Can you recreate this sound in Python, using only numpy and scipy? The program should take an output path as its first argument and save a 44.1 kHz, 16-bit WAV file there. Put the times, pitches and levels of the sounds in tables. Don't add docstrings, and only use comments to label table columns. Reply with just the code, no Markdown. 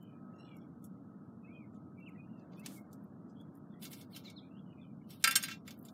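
import sys
import numpy as np
from scipy import signal
from scipy.fft import rfft, irfft
from scipy.io import wavfile
from scipy.ndimage import uniform_filter1d

SR = 44100
rng = np.random.default_rng(int(sys.argv[2]) if len(sys.argv) > 2 else 0)


def ratio(d):
    e = np.asarray(d, float) / 20
    return 10 ** e


def store_pcm(level_fs):
    pcm = np.round(np.clip(level_fs, -1, 1) * 32767).astype(np.int16)
    wavfile.write(sys.argv[1], SR, np.atleast_2d(pcm).T)


N = 261513

# t/s, level/dB
WASH_LEVEL = [(0, -73), (.35, -67), (.8, -71.5), (1.5, -70.5), (2.2, -71.5), (2.55, -66.5), (2.95, -69),
              (3.75, -69.5), (4.5, -70.5), (5.2, -73), (5.93, -69.5)]
# f/Hz, level/dB per Hz
RUMBLE_SPECTRUM = [(15, -68), (25, -56), (64, -34), (73, -29), (87, -14), (134, -7), (190, -1), (289, -7.5),
                   (409, -24.5), (480, -20.5), (620, -57.5), (1060, -120)]
WASH_SPECTRUM = [(300, -4), (480, -15), (628, -11), (867, -18), (1320, -19), (1600, -25), (2300, -38.5),
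                 (4000, -46), (15000, -58)]
# t/s, level/dB
WHINE_LEVEL = [
    (0, -74),
    (2.2, -75),
    (2.7, -82),
    (5.93, -82),
]
RUMBLE_DB, WHINE_HZ = -52.5, 1280

# t/s, first f/Hz, last f/Hz, level/dB
CHIPS = [
    (2.061, 3066, 1976, -67),
    (3.717, 3600, 3270, -82),
    (4.13, 4470, 3450, -65.5),
    (4.129, 3250, 2540, -71.5),
    (4.249, 4330, 3470, -62.5),
    (4.361, 4370, 3190, -64.5),
    (4.368, 5400, 4500, -81),
    (4.807, 3650, 3240, -74),
    (4.84, 3130, 2970, -86),
    (4.893, 2360, 2320, -86),
]
# t/s, first f/Hz, last f/Hz, level/dB
PIPS = [(.6, 3390, 3290, -84), (1.434, 2480, 2660, -72), (1.53, 3330, 3080, -81.5),
        (1.974, 2330, 2280, -73), (2.148, 1910, 2100, -77), (2.177, 2460, 2500, -70.5),
        (2.572, 2420, 2710, -71), (2.62, 2030, 2400, -71), (4.266, 2370, 2186, -70.5),
        (4.56, 2850, 3470, -78.5), (4.775, 2090, 2120, -86.5), (5.003, 2210, 2215, -87)]
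# t/s, length/s, first f/Hz, last f/Hz, level/dB
WHISTLES = [(0, .12, 3030, 3000, -82), (.013, 0.18, 2530, 2390, -86), (.33, 0.14, 2700, 2880, -84.5),
            (0.436, 0.12, 3510, 3250, -82.5), (0.466, 0.12, 2490, 2180, -74.5),
            (.348, 0.13, 5480, 5500, -88), (0.366, .14, 3990, 4090, -89), (.554, 0.11, 5560, 5460, -90.5),
            (.364, 0.16, 8040, 7630, -96.5), (.6, .14, 2380, 2070, -89), (1.999, 0.1, 2710, 2683, -70.5),
            (2.762, 0.037, 2250, 2104, -70), (0.428, 0.11, 4200, 4000, -90), (0.342, 0.06, 6600, 6700, -92),
            (2.361, 0.11, 2680, 2600, -87), (3.36, .065, 3200, 3450, -79), (3.72, 0.087, 1900, 1980, -84.5),
            (4.411, 0.076, 2320, 2420, -82), (4.477, 0.15, 2570, 2980, -85.5),
            (4.659, 0.095, 3000, 2840, -83.5), (4.719, 0.16, 2530, 2404, -79.5),
            (5.019, .093, 3060, 2570, -88)]
# t/s, end f/Hz, top f/Hz, level/dB
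ARCHES = [
    (0.383, 2690, 2890, -79.5),
    (1.467, 2040, 2490, -72),
    (2.225, 2700, 2790, -89),
]
CHIP_S, PIP_S, ARCH_S = .038, .044, 0.19

# t/s, peak level/dB, lowest f/Hz, highest f/Hz, t60/s
TICKS = [(.027, -57, 12600, 16200, 0.03), (0.264, -62, 8500, 16000, 0.022), (.405, -63, 9500, 11200, 0.029),
         (0.566, -56.5, 11200, 16200, 0.023), (1.743, -65, 1510, 9400, 0.15), (2.0, -60, 5040, 14000, .02),
         (2.394, -63, 1600, 5900, 0.077), (2.532, -57.5, 1780, 4900, 0.042),
         (2.595, -47, 8100, 16000, 0.03), (2.6603, -26.5, 1830, 10900, 0.031),
         (2.929, -47.5, 4360, 15500, 0.043), (3.038, -62.5, 10500, 16000, 0.042),
         (3.295, -64.5, 3500, 7800, 0.13), (3.41, -60, 4000, 16200, 0.038),
         (3.551, -58.5, 7000, 16000, 0.038), (3.572, -55, 9800, 15800, 0.019),
         (5.225, -40, 2490, 12000, 0.027), (5.74, -58, 10700, 16000, 0.026),
         (5.777, -57.5, 11300, 16000, 0.023), (5.789, -47, 11000, 15700, 0.026),
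         (5.815, -50, 330, 480, 0.089), (5.826, -48, 11900, 15900, 0.019),
         (5.812, -53, 11600, 15900, 0.018)]
# t/s, length/s, level/dB, bright share over dull/dB
RUBS = [(2.567, .03, -76.5, 1), (2.657, .004, -58.5, -3), (2.687, 0.088, -85, 22),
        (3.831, 0.013, -54.5, 5.5), (3.916, 0.017, -60.5, 7.5), (3.964, 0.046, -67, 5),
        (2.39, 0.075, -90, -15), (2.52, 0.043, -79, -8), (4.115, .03, -72, 3.5), (4.159, 0.012, -57.5, 2),
        (4.244, .045, -65, -6), (5.099, 0.047, -65.5, 2.5), (5.203, 0.027, -70, 3.5),
        (5.399, 0.058, -54, -1.5), (5.482, 0.036, -53, -5), (5.678, 0.0089, -61.5, 1),
        (5.706, 0.017, -65.5, -1), (5.863, 0.012, -76, 6), (5.9, 0.034, -92, 17)]
RUB_RISE_DB_PER_S, RUB_FALL_DB_PER_S = 905, 399.5

# f/Hz, level/dB, t60/s
STEEL_MODES = [(567, -33, 0.18), (1205, -23.5, 0.28), (1338, -6.5, 0.15), (1587, 2.5, 0.13),
               (1790, -24.5, 0.055), (2370, -13, 0.07), (2200, -1, 0.17), (2204, -17, 0.12),
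               (2390, -9.5, 0.17), (2732, 0.5, 0.094), (3105, -2.5, 0.091), (3500, 0, 0.043),
               (3499, -6.5, 0.27), (3770, -5, 0.22), (4110, -7.5, 0.15), (4380, -11.5, 0.21),
               (4860, -1, 0.11), (5493, -6, 0.14), (6450, -22.5, 0.082), (7450, -14, 0.19),
               (6660, -2.5, 0.19), (7290, -3, 0.3), (7990, -7, 0.25), (8660, -4, 0.36), (9170, -4.5, 0.064),
               (10200, -15, 0.27), (11350, -21.5, 0.042), (11420, -12.5, 0.18), (12540, -20, 0.049),
               (13820, -17.5, 0.072)]
# t/s, level/dB, hardness as tilt to the high modes/dB, ring share/1
EDGE_KNOCKS = [(3.8224, -57.5, 8.5, 1), (3.8513, -51, 3, 1), (3.929, -52.5, 3.5, 1), (4.0108, -60, 7, 1),
               (4.1484, -65, 4, 0.9), (4.1612, -51.5, 8, 0.98), (4.2994, -55.5, 4, 0.59),
               (5.1033, -61.5, 12.5, 1), (5.2398, -20.5, 2.8, 0.5), (5.3542, -24.5, 6.5, 0.58),
               (5.5124, -49, -8, 1), (5.7064, -51.5, 5.5, 0.6), (5.85, -65.5, 16.5, 1),
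               (5.884, -60.5, 2.5, 0.6)]
# t/s, level/dB, hardness/dB, ring share/1
FACE_KNOCKS = [(.027, -88.5, 15.5, 0.5), (.567, -83.5, 18, 0.32), (.841, -77.5, 16, 1.2),
               (2.087, -97, 19.5, 1), (5.2431, -34.5, -1.1, 1), (5.2736, -35, 0.6, 1),
               (5.3092, -38.5, 1.8, 1), (5.3584, -34, 4.5, 1), (5.4264, -50.5, 6.5, 0.9),
               (5.435, -44.5, 1.3, 1), (5.4834, -51.5, -6, .88), (5.677, -55.5, -0.5, 0.62)]
EDGE_MIDDLE_DB, FACE_MIDDLE_DB = 8.5, -3
SMALL_MODES_DB = 3.5

# f/Hz, level/dB per Hz
GATE_THRESHOLD = [(1200, -120), (1500, -108), (1900, -107), (3000, -111), (6000, -116), (15000, -121)]
HISS_DB = -92.5


def at_hz(points, hz):
    table_hz, value = np.transpose(points)
    return np.interp(np.log(hz), np.log(table_hz), value)


def in_time(rows):
    s, level = np.transpose(rows)
    return np.interp(np.arange(N) / SR, s, level)


def rms_one(x):
    return x / np.sqrt(np.mean(x ** 2) + 1e-20)


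def band(x, low_hz, high_hz):
    sos = signal.butter(2, [low_hz, min(high_hz, .45 * SR)], "band", fs=SR, output="sos")
    return signal.sosfilt(sos, x)


def coloured(spectrum):
    hz = np.arange(N // 2 + 1) * SR / N + 1
    closed = [(spectrum[0][0] / 2, -90)] + list(spectrum) + [(spectrum[-1][0] * 2, -120)]
    white = rfft(rng.standard_normal(N))
    return rms_one(irfft(white * ratio(at_hz(closed, hz)), N))


def ring(clicks, hz, t60):
    r, w = ratio(-60 / (t60 * SR)), 2 * np.pi * hz / SR
    return signal.lfilter([0, np.sin(w)], [1, -2 * r * np.cos(w), r * r], clicks + 1e-18)


def far_traffic():
    rumble = ratio(RUMBLE_DB) * coloured(RUMBLE_SPECTRUM)
    wash = ratio(in_time(WASH_LEVEL) + 6) * coloured(WASH_SPECTRUM)
    whine = rms_one(ring(rng.standard_normal(N), WHINE_HZ, .5))
    return rumble + wash + ratio(in_time(WHINE_LEVEL)) * whine


def notes():
    straight = [(s, CHIP_S, *rest) for s, *rest in CHIPS]
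    straight += [(s, PIP_S, *rest) for s, *rest in PIPS]
    straight += list(WHISTLES)
    glides = [(s, length, first, (first + last) / 2, last, db) for s, length, first, last, db in straight]
    arches = [(s, ARCH_S, end, top, end, db) for s, end, top, db in ARCHES]
    return glides + arches


def birds():
    out = np.zeros(N + SR)
    flutter = rms_one(band(rng.standard_normal(N + SR), 12, 70))
    for s, length, *glide_hz, db in notes():
        u = np.linspace(0, 1, int(length * SR))
        hz = np.polyval(np.polyfit([0, .5, 1], glide_hz, deg=2), u)
        i = int(s * SR)
        broken = np.clip((-67 - db) / 16, .1, .8)
        air = 1 - broken + broken * flutter[i:i + len(u)]
        level = ratio(db + 11.5) * np.sin(np.pi * u) ** .5 * air
        out[i:i + len(u)] += level * np.sin(2 * np.pi * np.cumsum(hz) / SR)
    t = np.arange(SR // 4) / SR
    echoes = rng.standard_normal(len(t)) * ratio(-60 * t / 0.3) * (t > .008)
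    echoes /= np.sqrt(np.sum(echoes ** 2))
    return out[:N] + ratio(-9.0) * signal.fftconvolve(out, echoes)[:N]


def ticks():
    out, t = np.zeros(N + SR), np.arange(SR // 8) / SR
    noises = rng.standard_normal((len(TICKS), len(t)))
    for (s, db, low_hz, high_hz, t60), noise in zip(TICKS, noises):
        trail = ratio(-27.5 - 60 * t / 1.28)
        fall = (ratio(-60 * t / t60) + trail) * (1 - np.exp(-t / 0.00098))
        out[int(s * SR):][:len(t)] += ratio(db - 8.5) * fall * rms_one(band(noise, low_hz, high_hz))
    return out[:N]


def rub_grains():
    happens = rng.random(N) < 5000 / SR
    slips = ratio(2.3 * rng.exponential(1, N)) * rng.choice([-1, 1], N) * happens
    dull = rms_one(band(slips, 2400, 6800))
    bright = rms_one(band(slips, 7000, 18500))
    s, length, db, bright_db = np.transpose(RUBS)[:, :, None]
    t = np.arange(N) / SR
    rise_db = RUB_RISE_DB_PER_S * np.maximum(s - t, 0)
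    fall_db = RUB_FALL_DB_PER_S * np.maximum(t - s - length, 0)
    stroke = ratio(db - rise_db - fall_db)
    return stroke.max(axis=0) * dull + (stroke * ratio(bright_db)).max(axis=0) * bright


def knocks():
    kinds = [(EDGE_KNOCKS, EDGE_MIDDLE_DB), (FACE_KNOCKS, FACE_MIDDLE_DB)]
    return sorted((s, db - middle - hard, db, db - middle + hard, np.clip(share, .2, 1.3))
                  for rows, middle in kinds for s, db, hard, share in rows)


def small_mode_blur(noise, t, zone_db, share):
    blur = 0
    zones = zip(zone_db, [1200, 2800, 6500], [2800, 6500, 15500], [.13, .1, .07])
    for db, low_hz, high_hz, t60 in zones:
        zone = rms_one(band(band(noise, low_hz, high_hz), 1700, 15000))
        blur = blur + ratio(db + 2.0 - 60 * t / (share * t60)) * zone
    return blur


def stove(rub):
    out, t = np.zeros(N + SR), np.arange(SR // 4) / SR
    hz, mode_db, t60 = np.transpose(STEEL_MODES)[:, :, None]
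    longest = np.where(hz < 1700, .2, np.where(hz < 6000, .11, .07))
    t60 = np.clip(t60, .04, longest)
    strikes = knocks()
    chance = rng.standard_normal((len(strikes), 2, len(STEEL_MODES), 1))
    rattle = rng.standard_normal((len(strikes), len(t)))
    unevenness = ratio(SMALL_MODES_DB * rng.exponential(1, len(t) // 2 + 1))
    rattle = irfft(rfft(rattle) * unevenness, len(t))
    rise = 1 - np.exp(-t / 0.00094)
    for (s, *zone_db, share), (luck, phase), noise in zip(strikes, chance, rattle):
        zones = list(zip([1800, 4300, 10000], zone_db))
        gains = ratio(at_hz(zones, hz) + 0.83 * mode_db + 4.5 * luck - 6.5)
        first_panel = np.sin(2 * np.pi * (hz * t + phase))
        twin_panel = 1.57 * np.sin(2 * np.pi * hz * (1 + .008 * phase) * t)
        decay = ratio(-60 * t / (t60 * share))
        modes = np.sum(gains * decay * (first_panel + twin_panel), axis=0)
        blur = small_mode_blur(noise, t, zone_db, share)
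        wood = ratio(zone_db[0] - 25 - 60 * t / 0.29) * rms_one(band(noise, 500, 1000))
        out[int(s * SR):][:len(t)] += rise * (modes + blur + wood)
    rung = sum(ratio(0.15 * db) * ring(rub, f, d) for f, db, d in zip(hz[:, 0], mode_db[:, 0], t60[:, 0]))
    return out[:N] + ratio(-41) * rung


def scene():
    rub = rub_grains()
    return (far_traffic() + birds() + ticks() + rub + stove(rub))[None]


def gate(x):
    hz, _, z = signal.stft(x, SR, nperseg=2048, noverlap=1024)
    per_hz = 2 * 2048 / (1.5 * SR)
    wobble = rms_one(uniform_filter1d(rng.standard_normal(z.shape), size=13, axis=0))
    threshold_db = at_hz(GATE_THRESHOLD, hz + 1)[:, None] + 4.5 * wobble
    power = uniform_filter1d(np.abs(z) ** 2, size=5, axis=0)
    over_db = 10 * np.log10(power * per_hz + 1e-20) - threshold_db
    rounding = rng.standard_normal(z.shape) + 1j * rng.standard_normal(z.shape)
    rounding = rounding * ratio(threshold_db - 4.5) / np.sqrt(per_hz)
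    gated = (z + rounding) / (1 + ratio(-5 * over_db))
    return signal.istft(gated, SR, nperseg=2048, noverlap=1024)[1][:N]


def band_limit(x):
    return signal.sosfilt(signal.butter(12, 16500, fs=SR, output="sos"), x)


def record(dry):
    hiss = signal.lfilter([1], [1, -.3], rng.standard_normal(dry.shape))
    x = gate(dry[0])[None] + ratio(HISS_DB) * hiss
    x = signal.sosfilt(signal.cheby2(12, 60, 16500, fs=SR, output="sos"), x)
    return band_limit(x)


dry = scene()
out = record(dry)
store_pcm(out)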